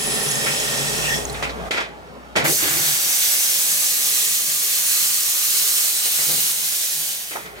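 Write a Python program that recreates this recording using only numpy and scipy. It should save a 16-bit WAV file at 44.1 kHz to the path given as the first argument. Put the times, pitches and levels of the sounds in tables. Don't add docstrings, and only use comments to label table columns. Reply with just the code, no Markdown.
import sys
import numpy as np
from scipy import signal
from scipy.io import wavfile
from scipy.ndimage import uniform_filter1d

SR = 44100
rng = np.random.default_rng(int(sys.argv[2]) if len(sys.argv) > 2 else 0)


def materialize(psi):
    bounded = np.clip(np.atleast_2d(psi).T, -1, 1)
    quanta = np.round(bounded * 32767).astype(np.int16)
    wavfile.write(sys.argv[1], SR, quanta)


N = 335160


def gain_of(db):
    return 10 ** (np.asarray(db) / 20)


def evened(x):
    return x / np.sqrt(np.mean(x ** 2) + 1e-20)


def read(points, hz):
    f, value = np.transpose(points)
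    return np.interp(np.log(hz + 1), np.log(f + 1), value)


def peak(hz, centre_hz, width_hz):
    return 1 / (1 + (2 * (hz - centre_hz) / width_hz) ** 2)


def unit(power):
    return power / power.sum(0)


def bump(t, s, length):
    return np.exp(-(2 * (t - s) / length) ** 2)


def grid(size, count):
    hop = size // 4
    return np.fft.rfftfreq(size, 1 / SR)[:, None], np.arange(count // hop + 5) * hop / SR


def blotches(shape, bins, frames):
    field = rng.standard_normal(shape[::-1]).T
    smooth = uniform_filter1d(field, bins, 0)
    return evened(uniform_filter1d(smooth, frames, 1))


# frequency in Hz, left-right likeness from 0 to 1.
PORT_LIKENESS = [(60, .88), (130, .88), (250, .72), (600, .62), (1200, .44), (2500, .36), (5000, .4),
                 (15000, .38)]
# frequency in Hz, lead of the left port in radians.
PORT_LEAD = [(60, -1.0), (400, -1.1), (950, -1.6), (1640, -2.9), (2500, -3.6), (5500, -5.7), (9000, -6.6),
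             (15000, -6.0)]
# frequency in Hz, left minus right in dB.
PORT_TILT = [(40, 9), (130, 5), (290, 2), (640, -2.3), (1410, -2), (3100, -1.2), (6820, -.8), (15000, -2)]


def heard(power, size, count):
    hz = grid(size, count)[0]
    a, b, c, d = rng.standard_normal(power.shape[::-1] + (4,)).T
    shared, separate = a + 1j * b, c + 1j * d
    same = np.clip(read(PORT_LIKENESS, hz), 0, 1)
    side = gain_of(read(PORT_TILT, hz) / 2)
    right = same * shared + np.sqrt(1 - same ** 2) * separate
    right = right * np.exp(-1j * read(PORT_LEAD, hz))
    spectra = np.sqrt(power) * np.array([shared * side, right / side])
    return signal.istft(spectra, nperseg=size, noverlap=3 * size // 4)[1][:, :count]


def room_ripple(shape):
    return 2.3 * blotches(shape, bins=1, frames=250)


# time in seconds, noise level in dB,
# level in dB given to the low tone, nearly silent around 4.85 s.
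ROOM_LEVEL = [(0, -43, -51), (.4, -44, -56), (1.2, -31, -40), (1.685, -30, -38.5), (1.695, -38.5, -50),
              (2.4, -39, -52), (2.7, -41, -69), (4.55, -45, -75), (4.85, -46.5, -96), (5.15, -47, -72),
              (6, -46.5, -67), (6.5, -44, -68), (7.3, -46.5, -64), (7.6, -39.5, -53)]
# frequency in Hz, density in dB per Hz.
ROOM_COLOUR = [(44, -42), (75, -29), (86, -5.5), (115, -24), (143, -5), (373, -12), (408, -2.5),
               (487, -7.5), (545, -5.5), (796, -6.5), (1020, -14), (1140, -9.5), (1450, -14),
               (15400, -43.5)]
HUM_HZ = 58.3
BASS_HZ, BASS_SHARE, BASS_FULL_DB = 105, 0.61, -47


def room_tone():
    hz, t = grid(size=2048, count=N)
    s, noise_db, hum_db = np.transpose(ROOM_LEVEL)
    hum_drop_db = np.minimum(np.interp(t, s, hum_db) - BASS_FULL_DB, 0)
    bass_db = BASS_SHARE * hum_drop_db / (1 + (hz / BASS_HZ) ** 10)
    patches_db = 3.0 * blotches((len(hz), len(t)), bins=2, frames=12)
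    colour = unit(gain_of(2 * read(ROOM_COLOUR, hz)))
    noise = heard(colour * gain_of(2 * (patches_db + bass_db)), size=2048, count=N)
    time = np.arange(N) / SR
    waver = np.interp(time, t, blotches((1, len(t)), bins=1, frames=8)[0])
    turn = 2 * np.pi * HUM_HZ * time + 0.62 * waver
    side = gain_of(read(PORT_TILT, HUM_HZ) / 2)
    ports = np.array([side * np.sin(turn), np.sin(turn - read(PORT_LEAD, HUM_HZ)) / side])
    hum = gain_of(0.91 * waver) * np.sqrt(2) * ports
    return noise * gain_of(np.interp(time, s, noise_db)) + hum * gain_of(np.interp(time, s, hum_db))


# start in seconds, level in dB, middle frequency in Hz, t60 in seconds.
TICKS = [(0.289, -14.5, 5960, .03), (.315, -11.5, 7000, .03), (.355, -15, 6460, .03), (.6, -14, 6960, .03),
         (.81, -19, 6400, .03), (1.2532, -14.5, 6830, 0.018), (1.298, -24, 4300, 0.036),
         (1.299, -20, 7500, 0.025), (1.328, -26, 9150, 0.046), (1.345, -23.5, 3580, .04),
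         (1.4, -38, 6100, .03), (1.495, -29, 4000, .04), (1.707, -13, 463, 0.026),
         (2.456, -15, 600, 0.0095), (7.3555, -7, 650, 0.0056)]


def ticks():
    out, t = np.zeros(N + SR), np.arange(4000) / SR
    spreads = rng.uniform(-1.1, 1, (len(TICKS), 3))
    for (s, db, hz, t60), spread in zip(TICKS, spreads):
        modes = sum(np.sin(2 * np.pi * hz * (1 + 0.055 * k) * t) for k in spread) / 2
        ring = modes * np.minimum(t * hz, 1)
        out[round(s * SR):][:len(t)] += gain_of(db - 60 * t / t60) * ring
    return np.array([0.57 * np.roll(out, 8)[:N], out[:N]])


# start in seconds, level in dB, rise in seconds, t60 in seconds
# near 1.4 kHz, centre frequency in Hz, fall away from it in dB per octave.
KNOCKS = [(.46, -18.5, 0.009, 0.34, 1800, 4), (1.345, -29, 0.0046, 0.44, 2500, 5),
          (1.425, -18, .001, 0.3, 1200, 1), (1.49, -27, .006, 0.19, 4000, 10),
          (1.708, -17, 0.0017, 0.47, 2000, 1), (1.735, -22, .02, 0.39, 2000, 1),
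          (1.765, -12.5, 0.019, 0.22, 1200, 2.5), (1.8, -21, 0.0069, 0.29, 3000, 3.5),
          (2.354, -17.5, 0.0028, 0.44, 800, 5), (2.359, -11.5, 0.0044, 0.39, 2500, -1),
          (2.446, -13.5, 0.01, 0.24, 500, 1.5), (2.49, -17.5, 0.0073, 0.14, 400, 18),
          (2.619, -21, 0.0087, 0.73, 350, -4), (6.056, -30.5, 0.0071, 0.15, 550, 8),
          (6.18, -27, 0.0075, 0.49, 900, 1), (6.284, -26, 0.018, 0.38, 350, 3.5),
          (6.372, -37, .01, 0.14, 250, 9), (7.303, -29.5, 0.016, 0.94, 1800, 0),
          (7.357, -22, 0.0018, 0.14, 910, 14), (7.45, -30.5, 0.011, 0.31, 1200, 1.5),
          (7.549, -32.5, .03, 0.41, 1000, 1.5)]
# frequency in Hz, density in dB per Hz.
BODY_COLOUR = [(120, -16), (250, -9.5), (700, -9), (1150, -11.5), (1600, -11.5), (2020, -7.5), (2440, -3.5),
               (2800, -13.5), (3300, -10), (6300, -19), (8500, -22.5), (15900, -37)]
# frequency in Hz, width in Hz, height over the body in dB.
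BODY_MODES = [(483, 100, 3), (720, 90, 2.5), (1360, 83, 8), (1610, 80, 7), (1980, 83, 7.5),
              (2370, 66, -1.5), (3050, 90, 2.5), (4850, 100, 2.5)]


def knocks():
    out, count = np.zeros((2, N + SR)), SR // 3
    hz, frame_t = grid(size=512, count=count)
    t = np.arange(count) / SR
    rings = 1 + sum((gain_of(2 * db) - 1) * peak(hz, f, w) for f, w, db in BODY_MODES)
    for s, db, rise, t60, centre_hz, fall_db in KNOCKS:
        octaves_away = abs(np.log2((hz + 1) / centre_hz))
        colour = unit(rings * gain_of(2 * (read(BODY_COLOUR, hz) - fall_db * octaves_away)))
        dying_db = -60 * frame_t / t60 * (hz / 1500 + 0.07) ** 0.22
        rattle_db = 1.5 * blotches((len(hz), len(frame_t)), bins=10, frames=2)
        sound = heard(colour * gain_of(2 * (dying_db + rattle_db)), size=512, count=count)
        attack = np.minimum(t / max(rise, 1e-4), 1)
        out[:, round(s * SR):][:, :count] += gain_of(db) * attack * sound
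    bass_cut = signal.butter(2, 130, "high", fs=SR, output="sos")
    return signal.sosfilt(bass_cut, out[:, :N])


BOOM_HZ, BOOM_WIDTH_HZ = 145, 28.6
# frequency in Hz, width in Hz, level in dB.
RUMBLE = [(233, 46, 0.5), (421, 33, 4.5), (555, 49, -4), (610, 28, -6), (780, 50, -2)]
# frequency in Hz, density in dB per Hz.
JET_ROAR = [(110, -42), (190, 2.5), (347, 18), (380, 12.5), (599, 5), (930, -12), (1200, 8), (1560, -46),
            (2640, -120)]
# boom, then rumble, in dB relative to the hiss.
BLAST_LOW_DB = (-13.5, -9.5)
JET_LOW_DB = (-43, -36.5)
LOW_LINGER = 0.52
LOW_FLUTTER_DB = 2
# time of the crest in seconds, boom level in dB, rumble level in dB, t60 in seconds.
SURGES = [(.07, -50, -26.5, 0.36), (2.455, -26.5, -28, .4), (2.63, -38, -29, 0.96), (2.73, -32, -34, 0.8),
          (3.04, -46, -52, 0.51), (6.2, -48, -48, .4), (6.29, -41, -40, 0.67), (6.38, -37, -50, 0.33),
          (6.98, -48, -51, 0.52), (7.36, -53, -41, 0.43)]


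def low_flow():
    hz, t = grid(size=4096, count=N)
    boom = unit(peak(hz, BOOM_HZ, BOOM_WIDTH_HZ) ** 3)
    boxy = unit(sum(gain_of(2 * db) * peak(hz, f, w) for f, w, db in RUMBLE))
    roar = unit(gain_of(2 * read(JET_ROAR, hz)))
    rumble = np.where(t < JET[0][0] - .2, boxy, roar)
    top_db = max(db for s, db in BLAST)
    blast_db = top_db + LOW_LINGER * (np.interp(t, *np.transpose(BLAST), right=-199) - top_db)
    jet_db = np.interp(t, *np.transpose(JET), left=-199)
    power = 0
    for k, shape in enumerate((boom, rumble)):
        steady = gain_of(2 * (blast_db + BLAST_LOW_DB[k])) + gain_of(2 * (jet_db + JET_LOW_DB[k]))
        level = steady * gain_of(2 * LOW_FLUTTER_DB * blotches((1, len(t)), bins=1, frames=3))
        for s, *db, t60 in SURGES:
            onset = np.clip(1 + (t - s) / 0.021, 0, 1) ** 2
            level = level + gain_of(2 * (db[k] - 60 * np.maximum(t - s, 0) / t60)) * onset
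        power = power + shape * level
    return heard(power, size=4096, count=N)


# time in seconds, hiss level in dB.
BLAST = [(0, -25), (.17, -23), (.76, -21.5), (1.16, -24), (1.27, -35), (1.44, -39), (1.58, -56), (1.7, -47)]
# frequency in Hz, density in dB per Hz.
BLAST_HISS = [(180, -41), (300, -21), (424, -11), (1320, -11.5), (1840, -11), (2200, -12.5), (2510, -10),
              (4700, -13), (5190, -10.5), (7970, -11), (15400, -23)]
# start frequency in Hz, end frequency in Hz, width in Hz before sharpening.
WHISTLES = [(1840, 1870, 70), (2600, 2640, 300), (3400, 3420, 70), (5130, 5560, 380), (8050, 8020, 170),
            (10100, 10550, 230)]
# dB over the hiss at the start of the drift, dB over the hiss at its end.
WHISTLE_DB = [(-13.5, -10), (-18, -20), (-18, -17), (-12.5, -8), (-12, -15), (-5, -38)]
DRIFT_START_S, DRIFT_END_S = .1, 1.1
LATE = 1.45
WHISTLE_NEEDS_DB, CHOKE = -28, .8
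# centre time in seconds, length in seconds, level in dB, frequency in Hz,
# width in Hz before sharpening.
SQUEALS = [(0.503, 0.13, -31, 2600, 300), (1.063, 0.059, -24.5, 2700, 300), (1.115, 0.073, -23.5, 1860, 70),
           (1.145, .07, -29, 3390, 70), (1.15, .06, -29, 5450, 360), (1.45, .04, -30, 2640, 300)]


def blast():
    hz, t = grid(size=1024, count=N)
    hiss_db = np.interp(t, *np.transpose(BLAST), right=-99)
    power = gain_of(2 * hiss_db) * unit(gain_of(2 * read(BLAST_HISS, hz)))
    choke_db = CHOKE * np.minimum(hiss_db - WHISTLE_NEEDS_DB, 0)
    drift = np.interp(t, (DRIFT_START_S, DRIFT_END_S), [0, 1])
    for (start_db, end_db), (start_hz, end_hz, width_hz) in zip(WHISTLE_DB, WHISTLES):
        flutter_db = 1.2 * blotches((1, len(t)), bins=1, frames=5)
        over_hiss_db = start_db + (end_db - start_db) * drift ** LATE
        level = gain_of(2 * (hiss_db + over_hiss_db + choke_db + flutter_db))
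        centre_hz = start_hz + (end_hz - start_hz) * drift
        power = power + level * unit(peak(hz, centre_hz, width_hz) ** 1.5)
    for s, length, db, centre_hz, width_hz in SQUEALS:
        squeal = unit(peak(hz, centre_hz, width_hz) ** 1.3)
        power = power + gain_of(2 * db) * bump(t, s, length) * squeal
    spits_db = 0.7 * blotches(power.shape, bins=60, frames=3)
    return heard(power * gain_of(2 * (spits_db + room_ripple(power.shape))), size=1024, count=N)


# time in seconds, level in dB.
JET = [(2.44, -21.5), (2.51, -15), (2.62, -17), (2.91, -16), (2.98, -17.5), (3.22, -15.5), (3.7, -16),
       (4.01, -17), (4.18, -15.5), (4.45, -18.5), (4.98, -15), (5.2, -17.5), (5.7, -15.5), (5.96, -17.5),
       (6.49, -16.5), (6.55, -19.5), (7.02, -20), (7.35, -31), (7.5, -46), (7.6, -48)]
# frequency in Hz, density in dB per Hz.
JET_HISS = [(290, -61), (500, -19.5), (930, -17), (1300, -15), (1500, -9), (3300, -4.5), (3700, -4),
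            (5500, -2.5), (6000, -1), (8000, -1), (12500, -2.5), (14300, -2), (15900, -6)]
# frequency in Hz, width in Hz, dB over the hiss before RING_DEPTH.
NOZZLE = [(1220, 25, 5), (6050, 110, 1.5), (6200, 40, 2.5), (6400, 50, 2), (8040, 30, 3), (8980, 40, 2),
          (9600, 40, 2)]
RING_PEAK_S = [4.93, 3.4, 4.5, 2.8, 4, 6, 5.3]
RING_SPAN_S, RING_DEPTH = 4.8, 2.26
WET_DB_PER_OCTAVE, DRYING_S = 12, .35
DRY_PUFF_S, DRY_PUFF_LENGTH_S, DRY_PUFF_DB_PER_OCTAVE = 2.54, 0.13, -11
DULL_BELOW_DB = -20
DULLING = 0.27


def jet():
    hz, t = grid(size=1024, count=N)
    s, db = np.transpose(JET)
    level_db, age = np.interp(t, s, db), np.maximum(t - s[0], 0)
    slope = WET_DB_PER_OCTAVE * np.exp(-age / DRYING_S)
    slope = slope + DRY_PUFF_DB_PER_OCTAVE * bump(t, DRY_PUFF_S, DRY_PUFF_LENGTH_S)
    slope = slope + DULLING * np.maximum(DULL_BELOW_DB - level_db, 0)
    wet_db = slope * np.log2(5000 / np.clip(hz, 1000, 5000))
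    rings = 1
    for clearest, (ring_hz, width_hz, ring_db) in zip(RING_PEAK_S, NOZZLE):
        height_db = ring_db * RING_DEPTH * bump(t, clearest, RING_SPAN_S)
        rings = rings + (gain_of(2 * height_db) - 1) * peak(hz, ring_hz, width_hz)
    power = gain_of(2 * level_db) * unit(rings * gain_of(2 * (read(JET_HISS, hz) + wet_db)))
    patches_db = 0.7 * blotches(power.shape, bins=20, frames=14) + room_ripple(power.shape)
    flicker_db = 0.55 * blotches((1, len(t)), bins=1, frames=8)
    opening = np.clip((np.arange(N) / SR - s[0]) / 0.0056, 0, 1)
    return opening * heard(power * gain_of(2 * (patches_db + flicker_db)), size=1024, count=N)


def scene():
    return room_tone() + ticks() + knocks() + low_flow() + blast() + jet()


def record(dry):
    dry = signal.sosfilt(signal.butter(2, 24, "high", fs=SR, output="sos"), dry)
    treble_cut = signal.firwin(511, 15950, window=("kaiser", 9), fs=SR)
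    return signal.oaconvolve(dry, treble_cut[None], "same")


dry = scene()
out = record(dry)
materialize(out)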